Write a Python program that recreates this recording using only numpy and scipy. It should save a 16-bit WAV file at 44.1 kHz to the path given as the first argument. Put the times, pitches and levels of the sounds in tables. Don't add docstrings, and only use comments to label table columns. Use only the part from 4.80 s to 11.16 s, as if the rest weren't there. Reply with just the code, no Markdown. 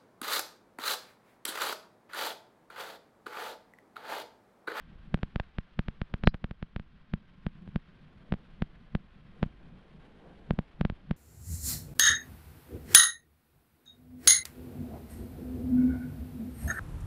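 import sys
import numpy as np
from scipy import signal
from scipy.fft import rfft, irfft
from scipy.io import wavfile
from scipy.ndimage import uniform_filter1d, minimum_filter1d

SR = 44100
rng = np.random.default_rng(int(sys.argv[2]) if len(sys.argv) > 2 else 0)


def unload_audio(sound):
    columns = np.transpose(np.atleast_2d(sound))
    steps = np.round(np.clip(columns, -1, 1) * 32767)
    wavfile.write(sys.argv[1], SR, steps.astype(np.int16))


N = 280639

# centre_s, half_length_s, extra_rumble_db, extra_sand_db
GROUND_STRETCHES = [(0.0, 0.13, -5.5, -2.5), (0.45, 0.14, 2, 3.5), (0.85, 0.36, -5, -4),
                    (2.25, 0.22, -0.5, -6.5), (2.843, 0.099, 7, 0), (3.03, 0.052, -7, -4.5),
                    (3.47, 0.1, -0.5, 4.5), (4.61, 0.065, 3.5, 6.5), (5.472, 0.35, 1.5, 10),
                    (6.168, 0.082, -7, 0.5)]
# frequency_hz, relative_density_db
RUMBLE_SPECTRUM = [(20, -25), (105, -9.5), (155, 0), (205, -2), (270, -14), (500, -30), (2000, -69)]
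BUFFET_SPECTRUM = [(10, -1.5), (25, 0), (60, -4), (105, -15), (250, -38), (1000, -71)]
SAND_SPECTRUM = [(100, -16), (280, 2.5), (450, 0.5), (800, -5), (1300, -17), (3000, -31.5), (8000, -52)]
HISS_SPECTRUM = [(200, -13), (850, -4.5), (1000, -3.5), (1110, -0.5), (1230, -1.5), (1450, 0), (1580, -1.5),
                 (1750, -1.5), (2100, -4), (3200, -6.5), (4200, -13), (5200, -21), (7000, -36),
                 (12500, -52.5)]
GRIT_SPECTRUM = [(2000, -26), (5000, -3.5), (7000, -5), (10500, -6), (12500, -16)]
# centre_hz, width_hz, level_db
BICYCLE_MODES = [(1054, 70, -1), (1583, 45, 0), (3190, 64, -7)]

# start_s, strength_db, relative_mount_ring_db
KNOCK_EVENTS = [(0.3434, -18.5, -1.5), (0.4315, -21, -10.5), (0.5596, -20.5, -10.5), (0.6001, -22.5, -26),
                (0.785, -22, -13), (0.992, -19, -6), (1.0842, -23.5, -10), (1.2164, -21.5, -11.5),
                (1.3401, -21, -13.5), (1.437, -21.5, -10), (1.4738, -4, -9), (1.5438, -23, -10.5),
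                (1.6428, -20, -8.5), (1.711, -25.5, -9), (1.827, -23.5, -7), (1.9624, -21, -15),
                (1.9971, -28, -9), (2.3376, -20.5, -1.5), (2.666, -23, -2), (2.9597, -22.7, 1.5),
                (3.5233, -21, -1), (3.5394, -27.5, -0.5), (3.8217, -21, -1.5), (4.1511, -20.5, -2),
                (4.6292, -19.5, -1), (5.708, -19.5, -1.5), (5.7894, -22.5, 0.5), (6.0115, -20.5, 0),
                (6.051, -20, -1), (6.0993, -24.5, -10), (6.3108, -23, 2.5)]
# start_s, strength_db, relative_mount_ring_db
THUD_EVENTS = [(0.3756, -45, -2), (2.754, -47.5, 2.5), (2.823, -50.5, 12), (2.877, -39, -3),
               (2.8877, -33.5, -10), (4.6607, -30, -7), (5.7343, -28.5, -6), (6.122, -29, -30)]
# start_s, strength_db
TICK_EVENTS = [(0.3751, -44.5), (0.3897, -46), (0.59895, -22), (1.4443, -36.5), (1.54, -41),
               (1.5501, -38.5), (2.8767, -43.5), (4.6378, -32)]
# frequency_hz, relative_level_db
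THUMP_SPECTRUM = [(10, -4.5), (32, 2.5), (60, -1), (100, -3), (210, -11.5), (260, -19), (1000, -52.5),
                  (4000, -100)]
MOUNT_SPECTRUM = [(20, -63), (80, -36), (120, -18), (152, 0.5), (180, -1.5), (215, -2), (255, -15),
                  (500, -48), (2000, -88.5)]
CLACK_SPECTRUM = [(20, -52.5), (120, -33), (300, 0.5), (580, 2), (800, -3), (1050, -9), (2000, -42.5),
                  (6000, -79.5)]
CLICK_SPECTRUM = [(50, -47), (300, -15), (950, -7.5), (1250, 1.5), (1600, 4), (2000, -0.5), (2500, -2.5),
                  (3300, -6), (4000, -13), (5000, -23), (6500, -38.5), (10000, -55.5), (12000, -63)]

# pitch_hz, relative_level_db, t60_s
HIGH_RING_TONES = [(4130, -3.5, 0.036), (4080, 3, .04), (4050, -3, 0.032), (4740, -2.5, 0.06),
                   (5210, -8.5, .085), (5450, -6, 0.024)]
# frequency_hz, relative_density_db
RING_DRIVE_SPECTRUM = [(3500, -31), (3950, 2), (5600, -0.5), (6000, -31.5)]


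def undb(db):
    return 10 ** (np.asarray(db) / 20)


def spectral_gain(spectrum, hz):
    points_hz, db = np.transpose(spectrum)
    return undb(np.interp(np.log(hz + 1e-9), np.log(points_hz), db))


def noise(spectrum, envelope=spectral_gain):
    gain = envelope(spectrum, np.fft.rfftfreq(N, 1 / SR))
    x = irfft(rfft(rng.standard_normal(N)) * gain, N)
    return x / x.std()


def resonant_gain(modes, hz):
    return sum(undb(db) / (1 + (2 * (hz - centre) / width) ** 2) for centre, width, db in modes)


def wander(rate_hz):
    hold = max(int(SR / rate_hz), 2)
    steps = np.repeat(rng.standard_normal(N // hold + 1), hold)
    x = uniform_filter1d(uniform_filter1d(steps, hold), hold)[:N]
    return x / x.std()


def ground(times):
    centre_s, half_length_s, rumble_db, sand_db = np.transpose(GROUND_STRETCHES)
    crossing = np.exp(-.5 * ((times[:, None] - centre_s) / half_length_s) ** 2)
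    return crossing @ rumble_db, crossing @ sand_db


def frame_rumble(rough_db, base_db=-59, jolt_db=3.5):
    return undb(base_db + rough_db + jolt_db * wander(18)) * noise(RUMBLE_SPECTRUM)


def air_buffet(rough_db, base_db=-56.5, gust_db=2, rough_share=0.29):
    return undb(base_db + rough_share * rough_db + gust_db * wander(6.8)) * noise(BUFFET_SPECTRUM)


def sand_crush(sand_db, base_db=-70, patchy_db=2):
    return undb(base_db + sand_db + patchy_db * wander(40)) * noise(SAND_SPECTRUM)


def tyre_hiss(sand_db, hiss_db=-68, modes_db=-78, grit_db=-95.5):
    flicker_db = 1.34 * wander(120)
    hiss = undb(hiss_db) * noise(HISS_SPECTRUM)
    ringing = undb(modes_db) * noise(BICYCLE_MODES, resonant_gain)
    grit = undb(grit_db + 0.65 * sand_db + flicker_db) * noise(GRIT_SPECTRUM)
    return undb(0.06 * sand_db + flicker_db) * (hiss + ringing) + grit


def impulses(times, db):
    x = np.zeros(N)
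    np.add.at(x, np.clip(np.round(times * SR).astype(int), 0, N - 1), undb(db))
    return x


def strike(hits, spectrum, spring_hz=185, spring_q=0.65, leak_hz=22, heavy_hz=350, stiff_hz=3000):
    size = 8192
    hz = np.fft.rfftfreq(size, 1 / SR)
    s = 1j * hz
    spring = 1 + s / (spring_hz * spring_q) + (s / spring_hz) ** 2
    lag = 2 * np.angle(spring) + np.angle((1 + s / heavy_hz) / (1 + s / stiff_hz))
    lead = np.arctan2(leak_hz, hz)
    transfer = -spectral_gain(spectrum, hz) * np.exp(1j * (lead - lag))
    response = np.fft.fftshift(irfft(transfer))
    response /= np.abs(response).max()
    return signal.fftconvolve(hits, response)[size // 2:][:N]


def shiver(hits, spectrum, t60_s):
    decay = np.exp(-np.log(1000) / (t60_s * SR))
    return signal.lfilter([1], [1, -decay], hits) * noise(spectrum)


def mount_thumps(thump_db=-0.27, shake_db=-22):
    times, strength_db, ring_db = np.transpose(KNOCK_EVENTS + THUD_EVENTS)
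    thump = undb(thump_db) * strike(impulses(times, strength_db), THUMP_SPECTRUM)
    ring_hits = impulses(times, strength_db + ring_db)
    shake = undb(shake_db) * shiver(ring_hits, MOUNT_SPECTRUM, t60_s=0.081)
    return thump + strike(ring_hits, MOUNT_SPECTRUM) + shake


def case_snaps(clack_db=-7, click_db=-1.9, tick_clack_db=-3, chatter_db=-42, usual_db=-20):
    times, strength_db, ring_db = np.transpose(KNOCK_EVENTS)
    _, sand_db = ground(times)
    snap_db = strength_db + 0.23 * (strength_db - usual_db)
    hollow_db = 0.25 * ring_db + 0.73 * sand_db
    ticks = impulses(*np.transpose(TICK_EVENTS))
    clacks = impulses(times, snap_db + clack_db + hollow_db) + undb(tick_clack_db) * ticks
    clicks = impulses(times, snap_db + click_db) + ticks
    chatter = undb(chatter_db) * shiver(clicks, CLICK_SPECTRUM, t60_s=0.066)
    return strike(clacks, CLACK_SPECTRUM) + strike(clicks, CLICK_SPECTRUM) + chatter


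def high_ring(centre_s=1.477, half_width_s=0.01, peak_db=-41.5, sizzle_db=-74):
    t = np.arange(SR // 4) / SR
    tones = sum(undb(db - 60 * t / t60) * np.sin(2 * np.pi * hz * t) for hz, db, t60 in HIGH_RING_TONES)
    swell = np.exp(-.5 * ((np.arange(N) / SR - centre_s) / half_width_s) ** 2)
    ring = signal.fftconvolve(swell * noise(RING_DRIVE_SPECTRUM), tones)[:N]
    sizzle = undb(sizzle_db) * swell * noise(GRIT_SPECTRUM)
    return undb(peak_db) * ring / np.abs(ring).max() + sizzle


def limiter(x, ceiling_db=-4.5, attack_s=0.0016, recovery_db_per_s=3):
    attack = max(int(attack_s * SR), 2)
    level_db = 20 * np.log10(np.abs(x).max(axis=0) + 1e-9)
    allowed_db = minimum_filter1d(np.minimum(ceiling_db - level_db, 0), 2 * attack)
    climb_db = recovery_db_per_s * np.arange(N) / SR
    gain_db = np.minimum.accumulate(allowed_db - climb_db) + climb_db
    return x * undb(uniform_filter1d(gain_db, attack))


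def scene():
    rough_db, sand_db = ground(np.arange(N) / SR)
    impacts = mount_thumps() + case_snaps() + high_ring()
    rolling = frame_rumble(rough_db) + air_buffet(rough_db) + sand_crush(sand_db) + tyre_hiss(sand_db)
    return (impacts + rolling)[None]


def record(dry, cutoff_hz=12000):
    lowpass = signal.ellip(8, .2, 70, cutoff_hz, fs=SR, output="sos")
    return signal.sosfilt(lowpass, limiter(dry))


dry = scene()
out = record(dry)
unload_audio(out)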